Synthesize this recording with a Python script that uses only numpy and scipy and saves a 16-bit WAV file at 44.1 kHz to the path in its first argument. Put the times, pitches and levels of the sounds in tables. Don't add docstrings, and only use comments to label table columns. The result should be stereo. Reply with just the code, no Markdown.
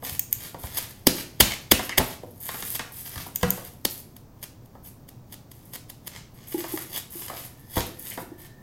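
import sys
import numpy as np
from scipy import signal
from scipy.fft import rfft, irfft, next_fast_len
from scipy.io import wavfile
from scipy.ndimage import uniform_filter1d, map_coordinates

SR = 44100
rng = np.random.default_rng(int(sys.argv[2]) if len(sys.argv) > 2 else 0)


def log_audio(samples):
    frames = np.atleast_2d(samples).T
    limited = np.clip(frames, -1, 1)
    pcm = np.round(limited * 32767).astype(np.int16)
    wavfile.write(sys.argv[1], SR, pcm)


N = 380141
T = np.arange(SR // 2) / SR


def amp(db):
    return 10 ** (np.asarray(db) / 20)


def unit(x):
    return x / np.sqrt(np.mean(x ** 2) + 1e-20)


def along(points, hz):
    f, v = np.transpose(points)
    return np.interp(np.log(hz + 1), np.log(f), v)


def filtered(x, response):
    n = x.shape[-1]
    m = next_fast_len(n + 8192)
    spectrum = rfft(x, m) * response(np.fft.rfftfreq(m, 1 / SR))
    return irfft(spectrum, m)[..., :n]


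def noise(spectrum, shape):
    return unit(filtered(rng.standard_normal(shape), lambda hz: amp(along(spectrum, hz))))


def resonance(hz, centre, width):
    return 1j * hz * width / (centre ** 2 - hz ** 2 + 1j * hz * width)


def wobble(rate):
    knots = rng.standard_normal(int(N * rate / SR) + 4)
    return map_coordinates(knots, [np.arange(N) * rate / SR])


def add(track, s, sound):
    i = round(s * SR)
    first, last = np.clip([i, i + len(sound)], 0, N)
    track[first:last] += sound[first - i:last - i]


def ring(hz, t60, attack):
    return np.sin(2 * np.pi * hz * T) * amp(-60 * T / t60) * (1 - np.exp(-T / attack))


def glide(x, speed):
    return map_coordinates(x, [np.cumsum(speed)])


def burst(envelope, response):
    hz = np.fft.rfftfreq(len(envelope), 1 / SR)
    phase = np.angle(rfft(envelope * rng.standard_normal(len(envelope))))
    sound = irfft(np.exp(1j * phase) * response(hz), len(envelope)) * envelope ** 0.52
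    return unit(sound) * np.sqrt(np.mean(envelope ** 2))


def add_spit(track, s, db, ms, response, lead_share, lead_ms, crackle_db):
    t = T - T.mean()
    u = t / (ms / 1000)
    lead = np.exp(-abs(t) / (lead_ms / 1000))
    rise = (1 - lead_share) * np.exp(-(1.365 * abs(u)) ** 3) + lead_share * lead
    fall = (1 + u ** 2) ** -2
    bell = np.where(u < 0, rise, fall)
    flicker = unit(uniform_filter1d(rng.standard_normal(len(T)), size=50))
    crackle = unit(amp(crackle_db * flicker))
    add(track, s - T.mean(), amp(db) * burst(bell * crackle, response))


# frequency in Hz, level in dB per Hz.
BACKGROUND_COLOUR = [(25, -11), (60, -10), (118, -1), (170, -8.5), (260, -11.5), (450, -20), (900, -24.5),
                     (1500, -34.5), (3000, -42.5), (6000, -39.5), (10000, -48.5), (16000, -36)]


def room_tone():
    t = np.arange(N) / SR
    mid, side = noise(BACKGROUND_COLOUR, (2, N))
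    side = filtered(side, lambda hz: amp(along([(120, -10.5), (250, -6), (600, -0.5)], hz)))
    rumble = np.array([mid + side, mid - side])
    whine = unit(filtered(rng.standard_normal((2, N)), lambda hz: resonance(hz, 1793.0, 119.9) ** 2))
    whine_fade = np.clip((t - 7.2) / 0.5, 0, 1)
    return amp(-48.5) * rumble + amp(-60.0) * whine * whine_fade


# frequency in Hz, level in dB, time to fade by 60 dB in seconds.
TABLETOP_MODES = [(41.5, -9, 0.27), (82, -1.5, 0.13), (124.6, -3, 0.2), (173, -2.5, 0.25),
                  (211.6, -3, 0.28), (258, 0, 0.19), (354, -6, 0.14), (491, -5, 0.21)]


def tabletop():
    out = np.zeros(len(T))
    for hz, db, t60 in TABLETOP_MODES:
        strength = amp(db + rng.normal(0, 3)) * rng.choice([-1, 1])
        out += strength * ring(hz * (1 + rng.normal(0, 0.025)), t60, attack=0.0019)
    return out


# start in seconds, smack level in dB, smack pitch in Hz,
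# time for the smack to fade by 60 dB in seconds, tabletop level in dB.
PATS = [(0.024, -35, 860, 0.079, -42.5), (0.5443, -29.5, 800, 0.053, -46.5), (0.637, -31, 950, 0.044, -47),
        (1.793, -23, 1150, 0.094, -54), (1.893, -22, 1720, 0.042, -49), (1.995, -19.5, 970, 0.11, -29.5),
        (2.233, -34.5, 610, 0.13, -57), (2.490, -24, 1270, 0.046, -51), (2.543, -27.5, 1100, 0.035, -53),
        (2.6242, -23, 1560, 0.021, -47), (2.7935, -22, 1550, 0.059, -40.5),
        (3.158, -32.5, 1400, 0.041, -44), (3.178, -27.5, 1700, 0.028, -47.5), (3.263, -36, 900, 0.075, -48),
        (3.4307, -14, 1120, 0.044, -26.5), (3.574, -35, 890, 0.13, -56), (4.752, -45, 820, 0.13, -61),
        (6.641, -30.5, 1030, 0.093, -65), (6.774, -25.5, 1300, 0.035, -56),
        (7.282, -29, 1700, 0.023, -50.5), (7.297, -34.5, 1038, 0.29, -65), (7.767, -21.5, 960, .1, -27.5),
        (8.175, -29, 1050, 0.11, -42)]
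SMACK_SAG, SMACK_SAG_S = 0.3, 0.014
SMACK_DULL_HZ = 420
TICK_ABOVE, TICK_DB, TICK_T60_S = 3, -1.5, 0.016


def pats():
    out = np.zeros(N)
    sag = 1 - SMACK_SAG * (1 - np.exp(-T / SMACK_SAG_S))
    for s, db, centre, t60, wood_db in PATS:
        top_hz, tick_hz = centre ** 2 / SMACK_DULL_HZ, TICK_ABOVE * centre
        hollow = lambda hz: resonance(hz, centre, centre) / (1 + (hz / top_hz) ** 3)
        smack_envelope = amp(-60 * T / t60) * (1 - np.exp(-T / 0.001))
        smack = glide(burst(smack_envelope, hollow), sag)
        tick_envelope = amp(TICK_DB - 60 * T / TICK_T60_S)
        tick = burst(tick_envelope, lambda hz: resonance(hz, tick_hz, tick_hz))
        tick_dulling = min(top_hz / tick_hz, 1) ** 2
        add(out, s, amp(db) * (smack + tick_dulling * tick) + amp(wood_db) * tabletop())
    return out


def crinkle(spectrum, rate, share):
    slips = (rng.random(N) < rate / SR) * rng.standard_normal(N) * amp(3.5 * wobble(120))
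    drive = np.sqrt(share) * unit(slips) + np.sqrt(1 - share) * rng.standard_normal(N)
    return unit(filtered(drive, lambda hz: amp(along(spectrum, hz))))


# first touch in seconds, firmest squeeze in seconds
# (if later than letting go, the rub is cut off while still growing), letting go in seconds,
# film hiss level in dB before the skim, dough rub level in dB at the firmest squeeze.
TURNS = [(0.027, 0.078, .17, -38.5, -38), (0.303, 0.435, 0.53, -46.5, -47),
         (0.585, 0.753, 0.93, -44.5, -43.5), (2.401, 2.49, 2.8, -39, -45),
         (2.916, 3.234, 3.295, -42.5, -47), (3.34, 3.5, 3.71, -52, -44), (4.831, 4.885, 4.91, -45.5, -51.5),
         (5.529, 5.57, 5.8, -60.5, -65), (6.076, 6.176, 6.24, -63.5, -51.5), (6.337, 6.43, 6.5, -68, -55),
         (6.469, 6.71, 6.74, -45.5, -45.5), (6.716, 6.96, 6.85, -39.5, -39), (7.1, 7.3, 7.48, -40.5, -43),
         (7.695, 7.78, 7.9, -45, -43), (7.987, 8.138, 8.24, -43, -47), (8.378, 8.66, 8.48, -51.5, -41)]
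# frequency in Hz, level in dB per Hz.
HISS_COLOUR = [(200, -29), (3000, -26), (7500, -14), (11000, -3.5), (13500, 0), (16000, -9.5)]
RUB_COLOUR = [(80, -4), (1000, -4), (2200, 0), (4500, -2.5), (7500, -6), (16000, -21.5)]
SLIDE_START_S, SLIDE_PRESS_S, SLIDE_END_S, SLIDE_HISS_DB = 0.04, 0.12, 0.17, -41
SKIM_S, SKIM_DB = 0.092, 3
RUB_SWELL_DB = 17.5
SLEEVE_DB, SLEEVE_S = -13, 0.49


def strokes():
    t = np.arange(N) / SR
    hiss, rub = np.zeros((2, N))
    slides = [(s + SLIDE_START_S, s + SLIDE_PRESS_S, s + SLIDE_END_S, SLIDE_HISS_DB, rub_db)
              for s, *_, rub_db in SLAPS]
    for start, squeeze, end, hiss_db, rub_db in TURNS + slides:
        since = t[:max(round((end - start) * SR), 2)]
        contact = np.clip(since / 0.0078, 0, 1) * np.clip((since[-1] - since) / 0.035, 0, 1)
        slack = np.interp(start + since, [start, squeeze, end], [1, 0, 1]) ** 2
        skim = since / SKIM_S * np.exp(1 - since / SKIM_S)
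        add(hiss, start, amp(hiss_db + SKIM_DB * skim) * contact)
        add(rub, start, amp(rub_db - RUB_SWELL_DB * slack) * contact)
    hiss, rub = [level + amp(SLEEVE_DB) * uniform_filter1d(level, round(SLEEVE_S * SR))
                 for level in (hiss, rub)]
    grip = amp(3.13 * wobble(30) + wobble(120))
    film = hiss * crinkle(HISS_COLOUR, rate=450, share=0.64)
    skin = rub * crinkle(RUB_COLOUR, rate=330, share=0.7)
    return grip * (film + skin)


# centre in seconds, level in dB, length in ms.
DABS = [(0.097, -20.5, 2.3), (0.7473, -25.5, 2), (0.78, -19.5, 13.3), (2.757, -21.5, 10), (4.66, -49, 3.54),
        (6.967, -26.5, 39), (7.774, -26.5, 26)]
# frequency in Hz, level in dB per Hz.
DAB_COLOUR = [(100, -13), (700, -9), (1400, -8.5), (3500, -5.5), (8000, -8.5), (13000, 1), (16000, -6)]
# press in seconds, pull out in seconds, pull length in seconds,
# press level in dB, pull level in dB.
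POKES = [(4.168, 4.43, 0.016, -40, -29.5), (5.0895, 5.325, 0.017, -38, -32.5),
         (5.519, 5.735, 0.0315, -38.5, -31), (5.9, 6.073, 0.0056, -32.5, -27.5)]
PRESS_MS = 4.7
STRETCH_DB, STRETCH_MS = -13.5, 16.7


def gloves():
    out = np.zeros(N)
    presses = [(s, db, PRESS_MS) for s, _, _, db, _ in POKES]
    stretches = [(s, db + STRETCH_DB, STRETCH_MS) for _, s, _, _, db in POKES]
    colour = lambda hz: amp(along(DAB_COLOUR, hz))
    for s, db, ms in DABS + presses + stretches:
        add_spit(out, s, db, ms, colour, lead_share=0.55, lead_ms=2.1 * ms, crackle_db=3.0)
    return out


# start in seconds, level in dB, pitch in Hz.
BUMPS = [(0.12, -29, 100), (0.362, -33.5, 99), (.641, -26, 84), (1.419, -21.5, 79), (1.732, -22.5, 77.5),
         (1.99, -19, 80), (3.166, -29.5, 87), (3.445, -24.5, 100), (7.77, -20, 80)]
BUMP_CYCLES = 0.66


def bumps():
    out = np.zeros(N)
    for s, db, hz in BUMPS:
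        u = T * hz / BUMP_CYCLES
        add(out, s, -amp(db) * np.sin(2 * np.pi * hz * T) * (u * np.exp(1 - u)) ** 2)
    return out


# start in seconds, level in dB before a 12 dB lift, pitch of its ping in Hz.
SNAPS = [(0.1937, -10.5, 14350), (0.327, -10, 13300), (3.3579, -12.5, 13850), (3.5043, -10.5, 13250)]
# frequency in Hz, width in Hz, level in dB.
FILM_RESONANCES = [(2560, 570, -14), (6890, 900, -6), (8800, 600, -8.5), (14900, 650, -8)]
PING_WIDTH_HZ, PING_DB = 480, 7


def snaps():
    out = np.zeros(N)
    envelope = amp(-60 * T / 0.012) * (1 - np.exp(-T / 0.0016))
    for s, db, ping_hz in SNAPS:
        resonances = FILM_RESONANCES + [(ping_hz, PING_WIDTH_HZ, PING_DB)]
        film = lambda hz: np.sqrt(sum(abs(amp(level) * resonance(hz, centre, width)) ** 2
                                      for centre, width, level in resonances))
        add(out, s, amp(db + 12.0) * burst(envelope, film))
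    return out


# centre of the crack in seconds,
# crack level in dB, crack length in ms, thump level in dB, thump pitch in Hz, tabletop level in dB,
# rub level in dB as the hand slides off.
SLAPS = [(1.0714, 3, 2.9, -0.5, 220, -29.5, -39.5), (1.4075, 1.5, 6.36, -18, 262, -25.5, -35.5),
         (1.7183, -1, 7.3, -4, 190, -27, -41), (1.983, -6.5, 9.5, -17.5, 333, -26, -42),
         (3.4321, -24, 4.7, -11, 178, -24.5, -66), (3.8526, -8, 3.1, -15, 202, -49, -49.5)]
# frequency in Hz, level in dB per Hz.
CRACK_COLOUR = [(100, -2.5), (600, -1.5), (1300, -6), (2300, -4), (8500, -6), (13000, 1.5), (16000, -1)]
GAP_HZ, GAP_FALL_PER_MS = 6640, 0.12
THUMP_SAG, THUMP_SAG_S = 1.1, 0.0025


def slaps():
    out = np.zeros(N)
    sag = 1 + THUMP_SAG * np.exp(-T / THUMP_SAG_S)
    for s, crack_db, ms, thump_db, thump_hz, wood_db, _ in SLAPS:
        gap_hz = GAP_HZ * np.exp(-GAP_FALL_PER_MS * ms)
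        gap = lambda hz: amp(along(CRACK_COLOUR, hz)) * (1 + 1.4 * abs(resonance(hz, gap_hz, 0.36 * gap_hz)))
        add_spit(out, s, crack_db, ms, gap, lead_share=0.1, lead_ms=3.6, crackle_db=3.0)
        landed = s + ms / 2000
        thump = glide(ring(thump_hz, t60=0.034, attack=0.0022), sag)
        add(out, landed, -amp(thump_db) * thump + amp(wood_db) * tabletop())
    return out


# start in seconds, length in seconds, level in dB,
# pitch at the start in Hz, pitch at the end in Hz.
SCUFFS = [(1.503, 0.044, -33.5, 2225, 2143), (1.888, 0.055, -36, 2715, 1806),
          (6.93, 0.057, -36.5, 3170, 3264), (8.108, 0.026, -40, 2220, 2130)]
SLIPS_PER_S, SCUFF_WIDTH = 830, 0.11
SCUFF_UPPER, SCUFF_UPPER_DB = 1.45, -7.5


def scuffs():
    out = np.zeros(N)
    for s, length, db, start_hz, end_hz in SCUFFS:
        u = np.clip(T / length, 0, 1)
        slips = (rng.random(len(T)) < SLIPS_PER_S / SR) * rng.standard_normal(len(T))
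        width, upper_hz = SCUFF_WIDTH * start_hz, SCUFF_UPPER * start_hz
        film = lambda hz: resonance(hz, start_hz, width) - amp(SCUFF_UPPER_DB) * resonance(hz, upper_hz, width)
        drag = glide(unit(filtered(slips, film)), (end_hz / start_hz) ** u)
        add(out, s, amp(db) * np.sqrt(abs(np.sin(np.pi * u))) * drag)
    return out


PEEL_GAP_S, PEEL_TICK_MS = 0.0055, 2.65
PEEL_DULLING_DB = 1.32


def peels():
    out = np.zeros(N)
    for _, s, length, _, db in POKES:
        for since in np.arange(0, length, PEEL_GAP_S):
            tilt_db = PEEL_DULLING_DB * since / length
            colour = lambda hz: amp(along(DAB_COLOUR, hz) - tilt_db * np.log2(1 + hz / 1000))
            late, size_db = rng.normal(0, [PEEL_GAP_S / 10, 2])
            add_spit(out, s + since + late, db + size_db, PEEL_TICK_MS, colour,
                     lead_share=0.15, lead_ms=2 * PEEL_TICK_MS, crackle_db=2)
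    return out


# start in seconds, level in dB before an 8 dB lift, pitch in Hz.
POPS = [(6.544, -14.5, 337.5), (6.579, -26, 320), (6.737, -18.5, 333), (7.153, -31, 336), (7.768, -21, 335),
        (8.225, -31.5, 338), (8.317, -30.5, 328)]


def pops():
    out = np.zeros(N)
    for s, db, hz in POPS:
        low = ring(hz, t60=0.038, attack=0.0057)
        high = ring(2.5 * hz, t60=0.056, attack=0.0027)
        add(out, s, amp(db + 8.0) * (low + 0.075 * high))
    return out


# frequency in Hz, level of left over right in dB.
LEFT_LEAN = [(150, 3.5), (1200, 3), (2000, -5), (4000, 0)]
PORT_LAG = 27


def microphones(x):
    lag = lambda hz: PORT_LAG / SR * (1 - np.exp(-np.maximum(hz - 950, 0) / 500))
    late = lambda hz: np.exp(-2j * np.pi * hz * lag(hz))
    lean = lambda hz: amp(along(LEFT_LEAN, hz) / 2)
    left = filtered(x, lambda hz: late(hz) * lean(hz))
    right = filtered(x, lambda hz: 1 / lean(hz))
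    return np.array([left, right])


# frequency in Hz, time to fade by 60 dB in seconds.
KITCHEN_FADE = [(100, 0.32), (300, 0.65), (1200, 0.4), (5000, 0.42), (13000, 0.28)]


def room_tail():
    hz, t, z = signal.stft(rng.standard_normal((2, SR // 2)), SR, nperseg=256)
    z[1] *= np.clip(hz / 700, 0.3, 1)[:, None]
    fade = amp(-60 * t / along(KITCHEN_FADE, hz)[:, None])
    mid, side = signal.istft(z * fade, SR, nperseg=256)[1]
    onset = 1 - np.exp(-np.arange(len(mid)) / SR / 0.000084)
    tail = np.array([mid + side, mid - side]) * onset
    return tail / np.linalg.norm(tail[0])


# frequency in Hz, reflected level in dB.
WALL_COLOUR = [(3000, 0.45), (8000, 2), (15000, -5)]


def kitchen(x, size=SR // 3):
    out = np.zeros((2, N + SR))
    for i in range(0, N, size):
        answer = signal.fftconvolve(x[None, i:i + size], room_tail(), axes=1)
        out[:, i:i + answer.shape[1]] += answer
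    return filtered(out[:, :N], lambda hz: amp(along(WALL_COLOUR, hz)))


def scene():
    background = room_tone()
    pat = pats() + bumps()
    slide = strokes()
    glove = gloves() + peels() + scuffs()
    snap, slap, pop = snaps(), slaps(), pops()
    direct = microphones(pat + slide + glove + snap + slap + pop)
    to_room = amp(-3.0) * (pat + pop) + amp(-1.0) * slide + amp(-6.0) * glove
    to_room += amp(-7.5) * snap + amp(-9.5) * slap
    return direct + kitchen(to_room) + background


TOP_HZ = 15900


def record(dry):
    clipped = np.clip(dry, -1, 1)
    return filtered(clipped, lambda hz: 1 / np.sqrt(1 + (hz / TOP_HZ) ** 160))


dry = scene()
out = record(dry)
log_audio(out)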